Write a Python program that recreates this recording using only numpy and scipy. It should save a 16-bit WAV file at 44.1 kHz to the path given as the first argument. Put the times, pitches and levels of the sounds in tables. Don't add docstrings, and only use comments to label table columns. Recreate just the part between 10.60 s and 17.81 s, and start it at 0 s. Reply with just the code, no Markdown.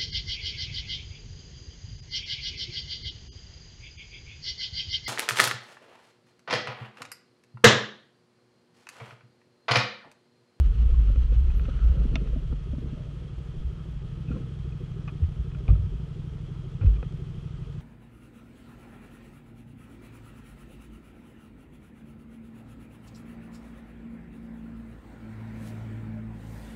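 import sys
import numpy as np
from scipy import signal
from scipy.fft import rfft, irfft
from scipy.io import wavfile
from scipy.ndimage import uniform_filter1d

SR = 44100
rng = np.random.default_rng(int(sys.argv[2]) if len(sys.argv) > 2 else 0)


def nominal_scale(level):
    x = np.asarray(level, float) / 20
    return 10 ** x


def persist_wave(psi):
    counts = np.round(np.clip(psi, -1, 1) * 32767).astype(np.int16)
    wavfile.write(sys.argv[1], SR, np.atleast_2d(counts).T)


N = 317961


def evened(x):
    return x / np.sqrt(np.mean(x ** 2) + 1e-20)


def columns(rows):
    s, *values = np.transpose(rows)
    return [np.interp(np.arange(N) / SR, s, v) for v in values]


def add(mix, start_s, sound):
    part = mix[max(round(start_s * SR), 0):][:len(sound)]
    part += sound[:len(part)]


def coloured(points):
    f, db = np.transpose(points)
    hz = np.fft.rfftfreq(N, 1 / SR)
    gain = nominal_scale(np.interp(np.log(hz + 1), np.log(f + 1), db))
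    return evened(irfft(rfft(rng.standard_normal(N)) * gain, N))


def drift(per_s):
    hz = np.fft.rfftfreq(N, 1 / SR)
    gain = (hz > 0) / (1 + (hz / per_s) ** 4)
    return evened(irfft(rfft(rng.standard_normal(N)) * gain, N))


def resonate(x, hz, width):
    turn = np.exp(2j * np.pi * np.cumsum(hz * np.ones(len(x))) / SR)
    r = np.exp(-np.pi * width / SR)
    return 2 * (turn * signal.lfilter([1 - r], [1, -r], x / turn)).real


def resonate_twice(x, hz, width):
    return evened(resonate(resonate(x, hz, width), hz, width))


def ring(modes, rise, length, polarity=1):
    t = np.arange(round(length * SR))[:, None] / SR
    hz, db, t60 = np.transpose(modes)
    onset = 1 - np.exp(-(t / rise) ** 2)
    sound = (polarity * nominal_scale(db - 60 * t / t60) * np.sin(2 * np.pi * hz * t) * onset).sum(axis=1)
    return sound / abs(sound).max()


def rattle(modes, chatter, length, blow=0):
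    samples = np.arange(len(chatter))
    u = samples / (SR * max(length, .001))
    contacts = chatter * np.sqrt(u) * np.exp(-3.0 * u) + blow * (samples == 60)
    body = ring(modes, .0003, .06, (-1) ** np.arange(len(modes)))
    sound = np.convolve(body, contacts)
    return sound / abs(sound).max()


def swells(rows):
    s, db, length = np.transpose(rows)[:3, :, None]
    u = (np.arange(0, N + 32, 32) / SR - s) / length
    gains = nominal_scale(db - 11 * np.where(u < 0, -u / 0.69, u) ** 1.7)
    return np.repeat(gains, 32, axis=1)[:, :N]


# start_s [s], speed [0-1]
SPEED = [(0, 0.9), (.4, 1), (.9, 0.88), (1.5, 0.94), (1.9, 0.41), (2.5, 0.23), (3.2, 0.19), (5.7, 0.11),
         (6.5, 0.14), (7.21, 0.16)]


def loudness(rows, full_speed_db, law):
    rolling = nominal_scale(full_speed_db) * abs(columns(SPEED)[0]) ** law
    power = (swells(rows) ** 2).sum(axis=0) + rolling ** 2
    return np.sqrt(abs(uniform_filter1d(power, size=64)))


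# start_s [s], level_db [dB], length_s [s], pitch_hz [Hz]
JOLTS = [(.01, -16.5, 0.058, 62.67), (0.223, -15.5, 0.08, 55.81), (0.33, -16, 0.023, 54.98),
         (0.395, -14.5, 0.051, 57.66), (0.475, -15, 0.045, 56.4), (0.586, -16.5, 0.046, 58.87),
         (0.691, -22, 0.092, 58.5), (0.776, -17.5, 0.1, 61.62), (0.892, -19.5, 0.021, 58.56),
         (0.979, -21, 0.073, 57.16), (1.161, -22.5, 0.022, 60.1), (1.245, -16, 0.052, 56.96),
         (1.303, -17.5, 0.035, 58.4), (1.407, -19, 0.054, 55.55), (1.536, -26.5, 0.045, 53.5),
         (1.725, -26, 0.059, 56.15), (1.916, -27, 0.039, 58.12), (2.116, -29, 0.046, 62.83),
         (2.26, -34.5, 0.066, 62.12), (2.596, -39.5, 0.045, 60.2), (2.788, -33, 0.025, 57.27),
         (3.068, -25.5, 0.042, 57.44), (3.313, -31, 0.025, 55.45), (3.369, -33, 0.058, 53.3),
         (3.724, -27, 0.028, 57.8), (4.049, -34.5, 0.072, 60.16), (4.87, -38, 0.092, 54.13),
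         (4.984, -30, 0.033, 60.26), (5.363, -31, 0.075, 59), (5.716, -34.5, 0.027, 62.34)]


def clamp_sway():
    share = swells(JOLTS) + 1e-4
    hz = uniform_filter1d(np.transpose(JOLTS)[3] @ share / share.sum(axis=0), size=900)
    turns = np.cumsum(hz * (1 + 0.0672 * drift(12.9))) / SR
    tone = np.sqrt(2) * np.cos(2 * np.pi * (turns + .4))
    sway = tone + .24 * resonate_twice(rng.standard_normal(N), hz, 60)
    return loudness(JOLTS, -30, 0.85) * evened(sway)


# start_s [s], level_db [dB], length_s [s]
LURCHES = [(.08, -17.5, 0.058), (.3, -19.5, 0.049), (.53, -21, 0.025), (.66, -23.5, 0.095),
           (.88, -25, 0.22), (1.27, -19, 0.024), (1.49, -25.5, 0.06), (1.75, -31.5, 0.32),
           (2.0, -34, 0.045), (2.99, -29, 0.025), (3.73, -42, .06), (5.3, -34, 0.062)]


def fork_wobble():
    turns = np.cumsum(37 * (1 + 0.1654 * drift(6.6))) / SR
    push = resonate_twice(rng.standard_normal(N), 20, 23)
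    wobble = np.sqrt(2) * np.cos(2 * np.pi * turns) + 0.1 * push
    return loudness(LURCHES, -31, 1) * evened(wobble)


# start_s [s], rate_hz [four-stroke cycles per s]
CRANK = [(0, 13.49), (.8, 12.22), (1.1, 12.37), (2.2, 12.74), (2.6, 12.28), (2.9, 12.67), (3.2, 12.48),
         (4, 12.82), (4.6, 12.26), (5.1, 12.8), (5.6, 12.26), (6.1, 12.87), (6.9, 12.5), (7.2, 12.52)]
# [even gulps up, odd ones down by this, dB]
IDLE = [(0, -41.5, -2.5), (1, -42, 3.5), (2.2, -37.5, -4), (3.1, -38.5, 4), (4, -35, 2.5), (5.2, -35, 1.3),
        (5.9, -36, -3.5), (6.55, -35.5, 1), (7.21, -37.5, -0.5)]


def crankshaft():
    cycles = .54 + np.cumsum(columns(CRANK)[0]) / SR
    level_db, lope_db = columns(IDLE)
    return cycles, level_db, lope_db, rng.standard_normal((200, 3))


# place [cycles], level_db [dB of the blow]
FIRINGS = [(-.510, -3.2), (-.113, 0)]
# pitch_hz [Hz], level_db [dB], t60_s [s]
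PIPE = [(36.3, -22, .4), (68.5, -23, .4), (103, -14.5, .205), (135, 0, .092), (163.5, -16, .17)]
PIPE_POLARITY = [-1, 1, -1, -1, 1]


def exhaust(cycles, luck):
    blows = np.zeros(N)
    for k, (place, db) in enumerate(FIRINGS):
        whole = np.floor(cycles - place)
        at = np.flatnonzero(np.diff(whole))
        blows[at] = nominal_scale(db + .9 * luck[whole[at].astype(int), k])
    modes = ring(PIPE, .0038, .35, np.array(PIPE_POLARITY))
    pipe = evened(signal.oaconvolve(blows, modes)[:N])
    silencer = signal.butter(N=6, Wn=195, fs=SR, output="sos")
    pipe = signal.sosfiltfilt(silencer, pipe)
    edge = ring([(212, 0, 0.045)], rise=0.0045, length=.06)
    bark = evened(signal.oaconvolve(blows, edge)[210:][:N])
    return pipe + nominal_scale(-21) * bark


# pitch_hz [Hz], width_hz [Hz], level_db [dB]
AIRBOX = [(275, 30, -1), (325, 45, 2), (362, 60, 2), (445, 50, 0), (530, 230, -11.5)]


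def intake(cycles, lope_db, luck):
    open_share = .36
    since = (cycles + .48) % 1
    count = (cycles + .48).astype(int)
    strength_db = lope_db * (-1) ** count + 1.2 * luck[count, 2]
    shut = 1 / (1 + np.exp((open_share - since) / 0.028))
    gulp = nominal_scale(strength_db - 5 * (shut + since)) * np.minimum(since / 0.01, 1)
    valve_snap = nominal_scale(22 + strength_db) * np.diff(count, prepend=count[0])
    puff = (.8 * gulp + .08) * rng.standard_normal(N) + valve_snap
    hiss = sum(nominal_scale(db) * resonate_twice(puff, hz, w * 1.34) for hz, w, db in AIRBOX)
    honk_hz = 363.8 * (1 + 0.032 * luck[count, 0] + .08 * np.minimum(since / open_share, 1))
    honk_gain = nominal_scale(strength_db - 8 * since) * (1 - shut) * np.minimum(since / .05, 1)
    honk = honk_gain * np.sin(2 * np.pi * np.cumsum(honk_hz) / SR)
    return evened(evened(hiss) + nominal_scale(-.5) * evened(honk))


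# pitch_hz [Hz], level_db [dB per Hz]
CASE = [(400, -26.5), (600, -1.5), (800, -4), (1280, -3.5), (1600, -7), (2400, -9.5), (3200, -6.5),
        (3700, -13.5), (4500, -16), (6100, -19.5), (7500, -23), (11800, -29.5), (13000, -32),
        (16000, -46.5)]
# pitch_hz [Hz], width_hz [Hz], level_db [dB]
CASE_RINGS = [(1270, 60, -8), (2534, 69, -17.5), (3235, 170, -9)]


def case_hiss(cycles):
    flutter_db = 0.35 * np.cos(2 * np.pi * (cycles + 0.66)) + 0.11 * np.cos(2 * np.pi * 3 * cycles)
    flutter_db = flutter_db + 0.34 * drift(65)
    ticks = nominal_scale(3.7 * np.minimum(rng.exponential(1, N), 3)) * (rng.random(N) < 150 / SR)
    ticks = signal.lfilter([1], [1, -np.exp(-1 / (0.0032 * SR))], ticks)
    hiss = coloured(CASE)
    for hz, width, db in CASE_RINGS:
        hiss = hiss + nominal_scale(db) * evened(resonate(rng.standard_normal(N), hz, width))
    return nominal_scale(-59.5) * evened(hiss * nominal_scale(flutter_db) * (1 + 0.073 * ticks))


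# pitch_hz [Hz], level_db [dB per Hz]
TYRE = [(400, -14.5), (700, -8.5), (1300, 3), (1700, -2), (2300, -2.5), (2900, 3), (3600, -7.5),
        (4300, -5.5), (4900, -17.5), (6100, -11.5), (6700, -20.5), (8000, -23), (12000, -41.5),
        (16000, -47.5)]
# pitch_hz [Hz], level_db [dB per Hz]
SCUFF = [(70, -37), (110, 4.5), (160, 2), (215, -9), (260, -11), (350, -13), (520, -21), (620, -25),
         (800, -47.5), (1200, -76.5)]
# start_s [s], scuff_db [low scuff dB], grit_db [dB], length_s [s]
SCRAPES = [
    (0.998, -48, -63, 0.28),
    (1.512, -42.5, -72, 0.33),
    (2.3, -48, -66, 0.14),
    (3.743, -38.5, -62, 0.11),
    (5.099, -39.5, -60, 0.042),
    (6.278, -50, -63.5, 0.19),
]


def ground():
    s, scuff_db, grit_db, length = np.transpose(SCRAPES)
    tyre = evened(coloured(TYRE) * nominal_scale(2.35 * drift(31)))
    scuff = evened(coloured(SCUFF) * nominal_scale(2.3 * drift(39)))
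    scuff = scuff + 0.085 * resonate_twice(scuff, 456, 77)
    roar = loudness(np.c_[s, grit_db, length], -58.5, 0.99) * tyre
    drag = loudness(np.c_[s, scuff_db, length], -52.5, 0.065) * nominal_scale(6.5) * scuff
    return roar + drag


# start_s [s], level_db [dB], length_s [s]
BRAKING = [
    (1.2, -56.5, 0.26),
    (3.185, -61, 0.054),
    (3.725, -59, 0.074),
]


def disc_rub():
    return loudness(BRAKING, -70, 0.81) * resonate_twice(rng.standard_normal(N), 1330, 350)


# pitch_hz [Hz], level_db [dB]
WHINE = [(9600, -99)]


def fuel_pump():
    t = np.arange(N) / SR
    return sum(nominal_scale(db) * np.sin(2 * np.pi * hz * t) for hz, db in WHINE)


# start_s [s], level_db [dB], pitch_hz [Hz], t60_s [s], rise_s [s]
THUMPS = [(.12, -27.5, 100, 0.29, .01), (.56, -28, 101, .25, 0.0083), (1.85, -31, 100, .2, .01),
          (1.05, -30, 100, .2, .01), (.75, -28, 100, .25, .01), (1.498, -30, 102, .2, .01),
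          (1.369, -20, 119, 0.11, 0.003), (4.614, -14, 82, 0.11, 0.028), (4.68, -28, 60, .15, .006),
          (.49, -26, 100, .2, .008), (5.187, -20, 72, .2, .006), (5.237, -22, 75, .12, .005),
          (4.78, -22, 62, 0.16, 0.02), (5.084, -9, 55, 0.36, 0.014), (5.0855, -13, 96, 0.5, 0.003),
          (1.539, -26.5, 226, 0.043, .002), (5.121, -18, 138.3, 0.19, 0.0026),
          (6.207, -21.5, 98.3, 0.27, 0.01), (6.2455, -13, 86, 0.2, 0.0024),
          (6.265, -9.5, 52.8, 0.46, 0.0055), (6.381, -27, 59, 0.29, 0.0076)]


def thumps():
    out = np.zeros(N)
    for s, db, hz, t60, rise in THUMPS:
        modes = [(hz, 0, t60), (hz * 0.94, -9, t60 * 1.1)]
        add(out, s, nominal_scale(db) * ring(modes, rise, length=0.26))
    return out


def struck_tube(rows, hz):
    out = np.zeros(N)
    for s, db, over_db, over_hz in rows:
        modes = [(hz, 0, .04), (over_hz, over_db, .04),
                 (hz * 2.3, -20, .025), (over_hz * 1.2, over_db - 12, .02)]
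        add(out, s, nominal_scale(db) * ring(modes, rise=0.004, length=0.07))
    return out


# start_s [s], level_db [dB], overtone_db [dB], overtone_hz [Hz]
KNOCKS = [(0.292, -36.5, 1, 474), (0.34, -48, -8, 500), (0.412, -49.5, -6, 500), (0.497, -32, -10.5, 550),
          (0.556, -33, -9, 517), (0.72, -33.5, 0, 495), (1.082, -28.5, -5.5, 533), (1.45, -27, -22, 460),
          (1.554, -25.5, -12, 660), (1.759, -26, -13.5, 620), (1.924, -29.5, -11, 483),
          (2.131, -28.5, -13, 582), (2.18, -29, -22, 610), (2.224, -34.5, -5, 440), (2.255, -33, -12, 466),
          (2.329, -30.5, -18, 610), (2.619, -46, -2, 445), (3.703, -27, -14, 470), (3.731, -38, -20, 453),
          (3.763, -33, 0, 500), (6.425, -33, 4, 487), (1.729, -38, 9, 490), (2.069, -44, 6, 433),
          (2.41, -44, 3, 593), (2.468, -47, 2, 590)]


def frame_knocks():
    return struck_tube(KNOCKS, 243.7)


# start_s [s], level_db [dB], pitch_hz [Hz], t60_s [s]
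PINGS = [(.342, -46, 1080, .04), (.558, -51, 1290, 0.027), (0.417, -54, 1315, 0.037),
         (0.487, -46, 1340, .04), (6.227, -52, 2630, 0.036), (4.479, -44, 1190, 0.042),
         (.823, -57, 2450, .04), (1.542, -52, 2530, .04), (1.542, -47, 1160, 0.03),
         (1.564, -44, 2640, 0.023), (1.574, -52, 2530, .08), (1.565, -41.5, 1283, 0.035),
         (1.655, -57, 2530, 0.027), (1.673, -51, 1390, 0.035), (3.678, -52, 2520, .04),
         (3.685, -46.5, 2560, 0.047), (3.708, -53, 2460, .08), (3.72, -53, 2530, .04),
         (3.714, -42, 1384, 0.053), (3.763, -47, 1060, .06), (4.122, -54, 2500, .05),
         (4.315, -52, 1235, .04), (4.364, -52, 1260, 0.043), (4.484, -53, 2480, 0.063),
         (4.636, -58, 1850, .05), (4.948, -54, 2380, .05), (5.0795, -41.5, 2430, 0.028),
         (5.093, -56, 2610, .06), (5.099, -44, 1250, 0.032), (5.152, -49.5, 1280, 0.053),
         (6.214, -50, 2410, .07), (6.26, -53, 2640, .04), (6.361, -52.5, 2390, 0.043),
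         (6.385, -53, 1170, 0.073), (6.433, -46, 1320, 0.022)]


def bracket_pings():
    out = np.zeros(N)
    for s, db, hz, t60 in PINGS:
        modes = [(hz, 0, t60), (hz * 1.2, -10, t60 * 0.49)]
        add(out, s, nominal_scale(db) * ring(modes, rise=0.00062, length=.08))
    return out


# start_s [s], level_db [dB], brightness_db [dB], length_s [s]
TICKS = [(0.557, -42, 1, 0.0063), (0.721, -49, 0, 0.0063), (0.853, -47, -15, 0.006),
         (0.898, -43, -5, 0.012), (0.954, -62, -5, 0.007), (0.994, -36.5, -3.5, 0.005),
         (1.012, -56, 4, 0.007), (1.052, -40.5, -2, 0.012), (1.088, -43, -14, 0.0076),
         (1.188, -42, -7, 0.0038), (1.672, -42, -8, 0.0059), (1.924, -40, -16, 0.0026),
         (3.195, -46.5, -8, 0.007), (3.683, -55, -1, 0.0093), (3.711, -41, -18, 0.01),
         (4.12, -56, 4, 0.0084), (4.314, -51, 5, 0.007), (4.475, -36, -2, 0.026), (4.637, -47, -3, 0.0093),
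         (4.915, -49, -8, 0.0078), (4.946, -41.5, -6, 0.0089), (5.079, -38.5, -2, 0.0045),
         (5.0844, -35, -15.5, 0.0096), (5.1, -55.5, -5, 0.0077), (6.209, -41, -8, 0.038),
         (6.232, -43.5, -15, 0.013), (6.26, -39, 0, 0.0063), (6.364, -48, -2, 0.0077),
         (6.4265, -33.5, -7.5, 0.0017), (5.088, -41, -5, .022), (5.135, -47, -8, .008),
         (6.258, -44, -8, .012), (1.559, -38, -4, .008)]
# pitch_hz [Hz], level_db [dB], t60_s [s]
SHELL = [(600, -6, .01), (850, -5, .01), (1150, -1, .014), (1370, -1, .018), (1700, -3, .009),
         (2050, -4, .009), (2520, -1, .022), (2950, -5, .009), (3600, -9, .008), (4300, -14, .007),
         (5000, -15, .007), (6000, -15, .007)]


def housing_ticks():
    out = np.zeros(N)
    for s, db, bright_db, length in TICKS:
        shell = [(f, d + bright_db * 0.9 * np.log2(f / 1300), t60) for f, d, t60 in SHELL]
        add(out, s, nominal_scale(db) * rattle(shell, rng.standard_normal(1300), length, blow=2.0))
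    return out


# start_s [s], level_db [dB], length_s [s]
SQUEAK = [
    (.962, -71, .014),
    (.98, -61.5, 0.013),
    (1.003, -80, .02),
]


def brake_squeak():
    turns = 11700 * np.arange(N) / SR + .2 * drift(60)
    tone = np.sqrt(2) * np.sin(2 * np.pi * turns) * (1 + .4 * drift(250))
    return swells(SQUEAK).sum(axis=0) * tone


# start_s [s], level_db [dB], length_s [s]
HUMS = [
    (1.34, -50, 0.12),
    (1.6, -55.5, 0.22),
    (2.45, -63, 0.44),
    (5.11, -51, 0.05),
]


def tube_hum():
    return swells(HUMS).sum(axis=0) * resonate_twice(rng.standard_normal(N), 527, 170)


# pitch_hz [Hz], level_db [dB], t60_s [s]
LEVER = [(400, -13, 0.013), (654, -10, 0.034), (1020, -10, 0.018), (1364, -11.5, 0.03),
         (1730, -8.5, 0.0088), (2130, -1, 0.012), (2480, -1, 0.011), (2780, -2.5, 0.01), (3574, -2, 0.018),
         (4300, -18, 0.0098), (5070, -11, 0.012), (5850, -14, 0.0087), (6320, -16, 0.0072),
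         (7600, -31, 0.0097)]


def lever_snap():
    out = np.zeros(N)
    add(out, 1.5545, nominal_scale(-19) * rattle(LEVER, rng.standard_normal(800), .007, blow=4))
    return out


# start_s [s], level_db [dB], length_s [s]
STAY = [
    (2.39, -56, .045),
    (2.47, -57, .015),
    (4.99, -60, .045),
    (5.15, -58, .035),
]


def singing_stay():
    return swells(STAY).sum(axis=0) * evened(resonate(rng.standard_normal(N), 610, 25))


# start_s [s], level_db [dB], overtone_db [dB], overtone_hz [Hz]
STAND = [
    (5.084, -36, 2, 390),
    (6.232, -34, -4, 533),
]


def side_stand():
    return struck_tube(STAND, 272)


def scene():
    cycles, level_db, lope_db, luck = crankshaft()
    motor = nominal_scale(level_db) * (exhaust(cycles, luck) + nominal_scale(-18.5) * intake(cycles, lope_db, luck))
    mount = clamp_sway() + fork_wobble()
    steady = case_hiss(cycles) + ground() + disc_rub() + fuel_pump()
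    impacts = thumps() + frame_knocks() + bracket_pings() + housing_ticks() + lever_snap() + side_stand()
    tones = brake_squeak() + tube_hum() + singing_stay()
    return (mount + motor + steady + impacts + tones)[None]


def thinned_treble(x):
    hz, t, z = signal.stft(x, SR, nperseg=2048, window="cosine")
    hz = hz[:, None]
    at = np.minimum((t * SR).astype(int) // 1024 * 1024, N - 1)
    chance_fast, chance_slow = drift(14)[at], drift(4)[at]
    power_db = 10 * np.log10(uniform_filter1d(x ** 2, size=2000)[at] + 1e-12)
    buzzing = power_db + 4 * chance_fast > -21
    ceiling = 12750 - 900 * columns(SPEED)[0][at] + 600 * np.round(chance_slow)
    ceiling = np.where(buzzing, 12800, ceiling)
    clicks = (np.arange(N) % 128 == 0) * (1 + .5 * rng.standard_normal(N))
    buzz = signal.stft(nominal_scale(-91) * evened(clicks), SR, nperseg=2048, window="cosine")[2] * buzzing
    bar = np.clip(.2 * (hz - 6500) / 1000, 0, 1.1) * uniform_filter1d(abs(z), size=15, axis=0)
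    patches = uniform_filter1d(rng.standard_normal(z.shape), size=7, axis=0)
    patches = evened(uniform_filter1d(patches, size=2, axis=1))
    patch_bar = np.clip((hz - 10800) / 1500, -3, -.4) + .5 * chance_fast - 9 * (abs(z) > nominal_scale(-92))
    opening = t < .03
    z = z * ((abs(z) > bar) & (patches > patch_bar) | buzzing | opening)
    z = np.where((hz < ceiling) | opening, z, buzz * (hz < 15700))
    return signal.istft(z, SR, nperseg=2048, window="cosine")[1][None, :N]


def low_pass(x):
    return signal.sosfilt(signal.butter(12, 15700, fs=SR, output="sos"), x)


def record(dry):
    mix = thinned_treble(dry[0])
    return low_pass(mix)


dry = scene()
out = record(dry)
persist_wave(out)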